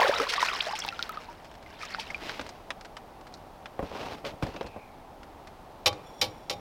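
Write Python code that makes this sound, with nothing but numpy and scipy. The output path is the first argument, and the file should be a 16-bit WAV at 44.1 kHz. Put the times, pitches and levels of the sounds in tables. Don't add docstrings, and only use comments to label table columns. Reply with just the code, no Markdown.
import sys
import numpy as np
from scipy import signal
from scipy.fft import rfft, irfft
from scipy.io import wavfile

SR = 44100
rng = np.random.default_rng(int(sys.argv[2]) if len(sys.argv) > 2 else 0)


def unload_wav(signal):
    wavfile.write(
        sys.argv[1],
        SR,
        np.round(np.clip(np.atleast_2d(signal).T, -1, 1) * 32767).astype(np.int16),
    )


N = 291280
T = np.arange(N) / SR
AGE = T[:int(.4 * SR)]


def amp(db):
    return 10 ** (np.asarray(db) / 20)


def unit(x):
    return x / np.sqrt(np.mean(x ** 2))


def fade(t60_s):
    return np.exp(-np.log(1000) * AGE / max(t60_s, 1e-4))


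def swell_fade(t, swell_s, t60_s):
    rise = np.sin(np.pi / 2 * np.minimum(t / swell_s, 1)) ** 2
    return rise * np.exp(-np.log(1000) * np.maximum(t - swell_s, 0) / t60_s)


def surge(start_s, swell_s, t60_s, hold_s=0):
    age = np.maximum(T - start_s, 0)
    held_age = age - np.clip(age - swell_s, 0, hold_s)
    return swell_fade(held_age, max(swell_s, 1e-4), t60_s)


def add(out, start_s, sound):
    i = max(int(start_s * SR), 0)
    out[i:i + len(sound)] += sound[:N - i]


def colour(x, points):
    hz, db = np.transpose(points)
    size = 8192
    log_bins = np.log(np.fft.rfftfreq(size, 1 / SR) + 1)
    log_gain = np.log(amp(np.interp(log_bins, np.log(hz), db)))
    cepstrum = irfft(log_gain)
    cepstrum[1:size // 2] *= 2
    cepstrum[size // 2:] = 0
    response = irfft(np.exp(rfft(cepstrum)))
    return signal.fftconvolve(x, response / np.linalg.norm(response))[:len(x)]


def walk(points_per_s):
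    points = rng.standard_normal(int(T[-1] * points_per_s) + 2)
    return unit(np.interp(T * points_per_s, np.arange(len(points)), points))


def crackle(hits_per_s, spread_db):
    size = amp(spread_db * np.minimum(rng.exponential(size=N), 4))
    hits = rng.random(N) < hits_per_s / SR
    return unit(hits * size * rng.choice([-1, 1], N))


def ring(modes):
    waves = np.zeros(len(AGE))
    for hz, db, t60_s in modes:
        waves += amp(db) * fade(t60_s) * np.sin(2 * np.pi * hz * AGE + rng.uniform(0, 2 * np.pi))
    return waves / np.sqrt(sum(amp(db) ** 2 for _, db, _ in modes) / 2)


def band(hz, points_per_s):
    phase = 2 * np.pi * np.cumsum(hz * np.ones(N)) / SR
    return walk(points_per_s) * np.sin(phase) + walk(points_per_s) * np.cos(phase)


def echo(x, t60_s, points):
    tail = rng.standard_normal(len(AGE)) * fade(t60_s) * (1 - np.exp(-AGE / 0.0013))
    tail = colour(tail, points)
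    return signal.fftconvolve(x, tail / np.linalg.norm(tail))[:N]


# [dB per Hz, relative]
AIR_SPECTRUM = [(12, -46), (20, 5.5), (44, -5), (101, -8), (134, -11.5), (168, -9.5), (459, -11),
                (499, -11), (780, -6), (1610, -23), (3340, -29.5), (3840, -30.5), (5080, -34),
                (7310, -40.5), (16000, -42)]
AIR_DB = -47.5


def air():
    hush = unit(colour(rng.standard_normal(N), AIR_SPECTRUM))
    return amp(AIR_DB + .5 * walk(2.78)) * hush


def bubble(hz, swell_s, t60_s, glide_octaves_per_s):
    t = AGE[:int((swell_s + t60_s) * SR) + 2]
    pitch_hz = np.minimum(hz * 2 ** (glide_octaves_per_s * t), SR / 3)
    return swell_fade(t, swell_s, t60_s) * np.sin(2 * np.pi * np.cumsum(pitch_hz) / SR)


WATER_END_S = 2.4


def cloud(low_hz, high_hz, cycles, spread_db, rise_octaves, count):
    out = np.zeros(N)
    for k, (when, pitch, life, size, slide) in enumerate(rng.random((count, 5))):
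        hz = low_hz * (high_hz / low_hz) ** pitch
        t60_s = cycles * (.5 + life) / hz
        sound = bubble(hz, t60_s * 0.17, t60_s, rise_octaves * (slide - .25) / t60_s)
        gain = amp(spread_db * size ** 3) * np.sqrt(hz)
        add(out, (k + when) / count * WATER_END_S, gain * sound)
    return out / np.sqrt(np.mean(out[T < WATER_END_S] ** 2))


# [dB per Hz, relative]
FOAM_COLOUR = [(40, -31), (150, -21), (280, -20), (480, -6.5), (1100, -3), (1700, -8.5), (2800, -4.5),
               (8000, -31)]
MIST_COLOUR = [(100, -70), (700, 0), (1400, 4.5), (2200, 3), (3600, -8.5), (5400, -4), (7000, -14),
               (10000, -21.5), (14000, -28), (16000, -30)]
# start_s [s], swell_s [s], t60_s [s], churn_db [dB], spray_db [dB]
WATER_SURGES = [(0.0, 0.001, 0.58, -21.5, -33), (0.089, 0.12, 0.68, -38, -38.5),
                (.24, 0.21, 2.04, -45, -35.5), (.98, 0.17, 0.67, -48.5, -68), (1.6, 0.38, 1.46, -62, -47.5)]


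def splash():
    large = cloud(377.4, 1955, cycles=20.5, spread_db=16.5, rise_octaves=0.84, count=1200)
    small = cloud(1400, 5400, cycles=28, spread_db=15, rise_octaves=.45, count=2600)
    foam = colour(crackle(3000, 1.1), FOAM_COLOUR)
    mist = colour(crackle(2500, 4.06), MIST_COLOUR) * amp(4.4 * walk(59.27))
    churn = large + .5 * foam
    spray = small + .9 * mist
    out = np.zeros(N)
    for start_s, swell_s, t60_s, churn_db, spray_db in WATER_SURGES:
        water = amp(churn_db) * churn + amp(spray_db) * spray
        out += surge(start_s, swell_s, t60_s) * water
    return out


BUBBLE_SWELL_SHARE, BUBBLE_RISE_OCTAVES = 0.041, 0.24


def gulp(hz, cycles):
    t60_s = cycles / hz
    return bubble(hz, BUBBLE_SWELL_SHARE * t60_s, t60_s, BUBBLE_RISE_OCTAVES / t60_s)


# start_s [s], pitch_hz [Hz], peak_db [dB], cycles [cycles per t60]
CLEAR_BUBBLES = [(0, 770, -9.5, 9.2), (.0135, 755, -17, 12), (.017, 960, -11, 34), (0.0937, 556, -12.5, 26),
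                 (.135, 1240, -22, 50), (.2, 1240, -15, 21), (.199, 438, -24.5, 39),
                 (.207, 281, -28.5, 12.5), (0.227, 556, -21, 27), (.268, 1027, -24, 35),
                 (.379, 1107, -19.5, 52), (0.4274, 970, -11, 28), (.687, 780, -26, 30),
                 (.733, 838, -23.5, 55), (.821, 3250, -25.5, 60), (.849, 880, -23.5, 20),
                 (1.285, 920, -35.5, 104), (1.947, 1390, -17, 10.7), (1.984, 875, -28, 55),
                 (1.998, 2930, -20, 17)]


def clear_bubbles():
    out = np.zeros(N)
    for start_s, pitch_hz, peak_db, cycles in CLEAR_BUBBLES:
        add(out, start_s, amp(peak_db) * gulp(pitch_hz, cycles))
    return out


# start_s [s], start_hz [Hz], end_hz [Hz], peak_db [dB]
SQUIRT_SWEEPS = [(.072, 2800, 4800, -27), (.137, 1780, 5800, -25), (0.161, 3700, 3980, -24),
                 (.36, 2410, 5670, -27.5), (.394, 2300, 6500, -28), (0.484, 1940, 3470, -20),
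                 (.6038, 1775, 5640, -16.5), (.788, 4700, 9800, -30), (.799, 4500, 6760, -28),
                 (1.849, 5430, 8200, -42.5), (1.938, 3840, 5330, -33)]
SQUIRT_S = 0.00737


def squirts():
    out = np.zeros(N)
    for start_s, start_hz, end_hz, peak_db in SQUIRT_SWEEPS:
        hz = np.geomspace(start_hz, end_hz, int(SQUIRT_S * SR))
        sweep = np.hanning(len(hz)) * np.sin(2 * np.pi * np.cumsum(hz) / SR)
        add(out, start_s, amp(peak_db) * sweep)
    return out


# start_s [s], level_db [dB], swell_s [s], t60_s [s]
SPRAY_SHEETS = [(.076, -28.5, 0.0064, 0.083), (.199, -29.5, .001, 0.048), (0.281, -28, 0.018, 0.16),
                (.752, -33.5, .003, 0.1), (1.822, -40, 0.0039, 0.095), (1.984, -38, 0.019, 0.15)]
# [dB per Hz, relative]
PATTER_COLOUR = [(200, -17), (1200, -22), (2200, 7.5), (5400, 2), (7000, -11.5), (10000, -15), (14000, -27),
                 (16000, -26)]


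def sheets():
    out = np.zeros(N)
    patter = colour(crackle(5000, 2.5), PATTER_COLOUR)
    for start_s, level_db, swell_s, t60_s in SPRAY_SHEETS:
        piece = patter[int(start_s * SR):][:len(AGE)]
        add(out, start_s, amp(level_db) * swell_fade(AGE, swell_s, t60_s) * piece)
    return out


# start_s [s], length_s [s], first_hz [Hz], last_hz [Hz], mean_peak_db [dB]
GURGLE_RUNS = [(0.101, .13, 924, 399, -32.5), (0.349, 0.053, 696, 1050, -30), (.487, 0.069, 1375, 995, -26),
               (.665, 0.062, 595, 1180, -28.5)]
GURGLE_BUBBLES_PER_S, GURGLE_CYCLES = 65, 35


def gurgles():
    out = np.zeros(N)
    for start_s, length_s, first_hz, last_hz, mean_peak_db in GURGLE_RUNS:
        for k, (late, detune, size) in enumerate(rng.uniform(-1.03, 1, (16, 3))):
            along = (k + 0.294 * late) / GURGLE_BUBBLES_PER_S / length_s
            if along < 1:
                hz = first_hz * (last_hz / first_hz) ** along * (1 + 0.054 * detune)
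                sound = amp(mean_peak_db + 2.4 * size) * gulp(hz, GURGLE_CYCLES)
                add(out, start_s + along * length_s, sound)
    return out


def smacks(hits):
    impacts = np.zeros(N)
    for start_s, peak_db in hits:
        add(impacts, start_s, amp([peak_db]))
    points = [(60, -43), (400, -27), (1500, -13), (3800, 13), (5500, 4), (7500, -21), (16000, -21)]
    smack = colour(signal.unit_impulse(len(AGE)), points)
    return signal.fftconvolve(impacts, smack / np.abs(smack).max())[:N]


# start_s [s], peak_db [dB]
SURFACE_SMACKS = [(0.299, -17), (0.3228, -19), (.8495, -21.5), (1.0267, -12), (1.948, -28), (1.9976, -33)]


def surface_smacks():
    return smacks(SURFACE_SMACKS)


# start_s [s], level_db [dB]
BOAT_SPITS = [(.79, -22), (.864, -21), (1.0935, -19.5), (1.121, -27), (2.005, -36)]


def spits():
    out = np.zeros(N)
    click = colour(signal.unit_impulse(len(AGE)), [(1500, -34), (6000, -4), (11000, -4.5), (16000, 0.5)])
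    for start_s, level_db in BOAT_SPITS:
        add(out, start_s, amp(level_db) * click)
    return out


# start_s [s], pitch_hz [Hz], ring_peak_db [dB], impact_peak_db [dB]
RINGING_DRIPS = [(.8805, 812, -28, -23.5), (.888, 2720, -21, -16.5), (.925, 1380, -31.5, -43),
                 (.9925, 1427, -24.5, -24.5), (1.0934, 1290, -28, -34), (1.1725, 1240, -27.5, -36),
                 (1.662, 2090, -40, -48), (1.814, 2420, -35, -36), (1.831, 1253, -30.5, -36),
                 (2.07, 2750, -35, -46), (2.103, 2174, -27, -47), (2.1453, 2410, -22.5, -36)]
DRIP_CYCLES, DRIP_SWELL_S, DRIP_GLIDE_OCTAVES_PER_S = 68, 0.0004, -1.9


def drips():
    out = smacks([(start_s, impact_db) for start_s, _, _, impact_db in RINGING_DRIPS])
    for start_s, hz, ring_db, _ in RINGING_DRIPS:
        sound = bubble(hz, DRIP_SWELL_S, DRIP_CYCLES / hz, DRIP_GLIDE_OCTAVES_PER_S)
        add(out, start_s, amp(ring_db) * sound)
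    return out


def plops():
    direct = clear_bubbles() + squirts() + gurgles() + surface_smacks() + drips()
    scatter = echo(direct, 0.031, [(500, 0.61), (16000, -1.6)])
    return direct + amp(-12) * scatter


# [dB per Hz, relative]
TICK_BODY_COLOUR = [(50, -37), (250, -12), (700, 9), (1500, 9.5), (2600, 4), (4000, 4), (6000, -6),
                    (10000, -42.5)]
TICK_EDGE_COLOUR = [(800, -33), (2500, -12.5), (4200, 15.5), (5400, 8.5), (7500, -1.5), (11000, -14.5),
                    (16000, -40.5)]
TICK_T60_S = 0.045


def tick(bright_db):
    burst = rng.standard_normal(len(AGE)) * fade(TICK_T60_S)
    burst[0] += 7
    body = colour(burst, TICK_BODY_COLOUR)
    edge = colour(burst, TICK_EDGE_COLOUR)
    return amp(-3.5) * (body + amp(bright_db) * edge)


# [dB, edge re body]
CLEAR_TICKS = [(1.5142, -41.5, -7), (2.2948, -24.5, -17), (2.395, -28, -18), (2.412, -31.5, -3.5),
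               (2.4653, -37, -3.5), (2.4915, -37, 2), (2.7052, -22, -9), (2.8485, -38.5, -5),
               (2.9685, -31, -6.5), (3.269, -41, -5.5), (3.3402, -48.5, 10.5), (3.658, -31, -12),
               (4.2505, -33, -18), (4.271, -37, -1), (4.4259, -27.5, -15), (4.4324, -28.5, -6),
               (4.563, -35, -26), (4.6105, -31.5, -17), (4.6694, -42, -0.5), (5.232, -41, -4.5),
               (5.4723, -42, -4), (5.9284, -39.5, 1)]
# start_s [s], end_s [s], min_gain_db [dB on tick()]
FIDDLING_SPANS = [(1.402, 1.65, -49), (2.79, 2.89, -43), (3.2, 3.42, -52.5), (4.462, 4.7, -43.5),
                  (5.473, 5.54, -48)]
FIDDLE_TICKS_PER_S, FIDDLE_RANGE_DB, FIDDLE_BRIGHT_DB = 20, 6, -3


def ticks():
    out = np.zeros(N)
    for start_s, gain_db, bright_db in CLEAR_TICKS:
        add(out, start_s, amp(gain_db) * tick(bright_db))
    for start_s, end_s, min_gain_db in FIDDLING_SPANS:
        for k, (late, size) in enumerate(rng.random((8, 2))):
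            tick_s = start_s + (k + late) / FIDDLE_TICKS_PER_S
            if tick_s < end_s:
                add(out, tick_s, amp(min_gain_db + FIDDLE_RANGE_DB * size) * tick(FIDDLE_BRIGHT_DB))
    return out


# start_s [s], swell_s [s], hold_s [s], t60_s [s], body_gain_db [dB], hiss_gain_db [dB]
ARM_RUSTLES = [(2.164, .1, 0.062, .8, -42.5, -46), (3.711, .36, 0.056, .3, -38.5, -49),
               (4.244, .008, 0.028, 0.2, -48, -47.5), (4.408, 0.034, 0.025, 0.91, -42, -52.5)]
# [dB per Hz, relative]
CLOTH_BODY_COLOUR = [(20, -11), (60, 1), (150, 9), (550, 13.5), (1000, 11.5), (1800, -5), (6000, -47)]
CLOTH_HISS_COLOUR = [(150, -41), (800, -14), (1500, 3.5), (2600, 6.5), (4000, 1.5), (5500, -3.5),
                     (7500, -15.5), (11000, -22), (14000, -21), (16000, -27)]


def rustles():
    slips = crackle(3500, 3.1) * amp(2 * walk(60))
    body = amp(-1.5) * colour(slips, CLOTH_BODY_COLOUR)
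    hiss = amp(2.0) * colour(slips + 0.48 * crackle(9000, 2.5), CLOTH_HISS_COLOUR)
    out = np.zeros(N)
    for start_s, swell_s, hold_s, t60_s, body_gain_db, hiss_gain_db in ARM_RUSTLES:
        rub = amp(body_gain_db) * body + amp(hiss_gain_db) * hiss
        out += surge(start_s, swell_s, t60_s, hold_s) * rub
    return out


# start_s [s], gain_db [dB on whole bump], t60_s [s], boom_db [dB re ringing]
HULL_BUMPS = [(2.395, -34.5, 0.31, -0.5), (3.7924, -19, 0.072, -13), (3.827, -24, 0.095, 0.5),
              (3.916, -30, 0.036, -13), (3.954, -29, 0.13, -21), (4.244, -29.5, 0.37, -7.5),
              (4.336, -38, 0.06, 6), (4.425, -22, 0.1, 5), (4.464, -27.5, 0.2, -4),
              (4.545, -32.5, 0.27, -2), (4.611, -20, 0.027, -3), (4.644, -31, 0.17, -4),
              (4.762, -32, 0.11, -3), (5.8588, -26, 0.093, -9)]
# pitch_hz [Hz], level_db [dB, relative], t60_s [s]
HULL_MODES = [(229, -2.5, 0.092), (338, -7, 0.039), (510, 13, 0.022), (553, 0.5, 0.18), (660, -8, 0.097),
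              (790, -0.5, 0.051), (1040, 4, 0.035)]
THUD_COLOUR = [(30, -16), (100, -13), (250, 3.5), (600, 12), (1000, 0), (2000, -13), (6000, -37.5)]
BOOM_COLOUR = [(20, -16), (40, -7), (85, -5), (150, -7.5), (300, -8.5), (900, -48), (4000, -55)]


def bumps():
    out = np.zeros(N)
    for start_s, gain_db, t60_s, boom_db in HULL_BUMPS:
        thud, boom = rng.standard_normal((2, len(AGE))) * fade(t60_s)
        thud[0] += 11
        thud = colour(thud, THUD_COLOUR)
        boom = colour(boom, BOOM_COLOUR)
        onset = 1 - np.exp(-AGE / 0.00026)
        hull = (ring(HULL_MODES) + amp(boom_db) * boom) * onset
        add(out, start_s, amp(gain_db - 6.5) * (hull + amp(-1.0) * thud))
    return out


SQUEAK_START_S, SQUEAK_SWELL_S, SQUEAK_HOLD_S, SQUEAK_T60_S, SQUEAK_DB = 4.44, 0.13, 0.27, .5, -59
SQUEAK_HZ, SQUEAK_SAG_OCTAVES_PER_S = 2930, .8


def squeak():
    age = np.maximum(T - SQUEAK_START_S, 0)
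    hz = SQUEAK_HZ * 2 ** (-SQUEAK_SAG_OCTAVES_PER_S * age)
    envelope = surge(SQUEAK_START_S, SQUEAK_SWELL_S, SQUEAK_T60_S, SQUEAK_HOLD_S)
    return amp(SQUEAK_DB) * band(hz, points_per_s=500) * envelope


# start_s [s], gain_db [dB on whole clack], chatter_s [s], t60_s [s], deck_db [dB on deck part]
TACKLE_CLACKS = [(5.8596, -17, 0.019, 0.05, -1), (6.2142, -19.5, 0.0098, 0.12, -3.5),
                 (6.4976, -26, 0.0079, 0.083, 0.5), (6.526, -39, 0.011, 0.041, 5.5)]
# pitch_hz [Hz], level_db [dB, relative], t60_s [s]
TACKLE_MODES = [(2120, -23, .08), (2290, -4.5, 0.15), (2426, -2, 0.073), (2690, -16, .08),
                (3103, -0.5, 0.14), (3030, -28, 0.12), (3720, -1, 0.13), (3630, 1, 0.11), (3970, 9, 0.042),
                (4000, 1, 0.12), (4810, 4, 0.069), (5260, -16, .1), (4872, -6, 0.12), (5530, 5.5, 0.056),
                (6400, -2, 0.062), (6980, -1.5, 0.054)]
DECK_MODES = [(113, -22.5, .2), (309, -11, 0.14), (444, -10.5, 0.15), (517, 0, 0.097), (586, -5.5, 0.14),
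              (815, -2, 0.12), (950, -7.5, 0.091), (1137, -15.5, 0.2)]
# [dB per Hz, relative]
CONTACT_COLOUR = [(60, -29), (700, -19), (1200, -5), (1650, -10), (2300, -1.5), (4000, -1), (5500, -2.5),
                  (6500, -15), (8000, -18), (10500, -18.5), (14000, -20), (16000, -33)]
DECK_THUD_COLOUR = [(40, -4), (130, -3), (220, -3), (500, 4.5), (1000, 2), (1700, -21), (6000, -53)]
SHORE_COLOUR = [(200, 13.5), (700, 0.5), (2000, -5.5), (5000, -18.5), (8000, -14), (14000, -27)]


def clacks():
    out = np.zeros(N)
    for start_s, gain_db, chatter_s, t60_s, deck_db in TACKLE_CLACKS:
        contact = np.minimum(1, fade(t60_s) * amp(60 * chatter_s / t60_s))
        burst = crackle(2500, 1.7)[:len(AGE)] * contact
        burst[0] += 7
        hard = amp(-5.5) * colour(burst, CONTACT_COLOUR) + amp(-0.5) * ring(TACKLE_MODES)
        thud = colour(rng.standard_normal(len(AGE)) * contact, DECK_THUD_COLOUR)
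        deck = (ring(DECK_MODES) + amp(-7.0) * thud) * (1 - np.exp(-AGE / 0.012))
        add(out, start_s, amp(gain_db) * (hard + amp(deck_db) * deck))
    return out + amp(-15.5) * echo(out, 0.53, SHORE_COLOUR)


# [dB, relative]
WHINE_TONES = [(3420, -6.5), (5590, -5), (7100, -16), (8950, -18), (11600, -26), (14700, -28)]
WHINE_START_S, WHINE_SWELL_S, WHINE_T60_S, WHINE_GAIN_DB = 5.91, 0.32, 2.6, -57
WHINE_FLICKER_DB, WHINE_FLICKERS_PER_S = 3.5, 55


def whine():
    flicker = amp(WHINE_GAIN_DB + WHINE_FLICKER_DB * walk(WHINE_FLICKERS_PER_S))
    level = flicker * surge(WHINE_START_S, WHINE_SWELL_S, WHINE_T60_S)
    return level * sum(amp(level_db) * band(hz, points_per_s=180) for hz, level_db in WHINE_TONES)


def scene():
    water = splash() + sheets() + spits() + plops()
    handling = ticks() + rustles() + bumps() + squeak()
    return (air() + water + handling + clacks() + whine())[None]


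TOP_HZ = 15900


def record(dry):
    thinned = signal.sosfilt(signal.butter(2, 30, "high", fs=SR, output="sos"), dry)
    return signal.sosfilt(signal.ellip(10, .2, 70, TOP_HZ, fs=SR, output="sos"), thinned)


dry = scene()
out = record(dry)
unload_wav(out)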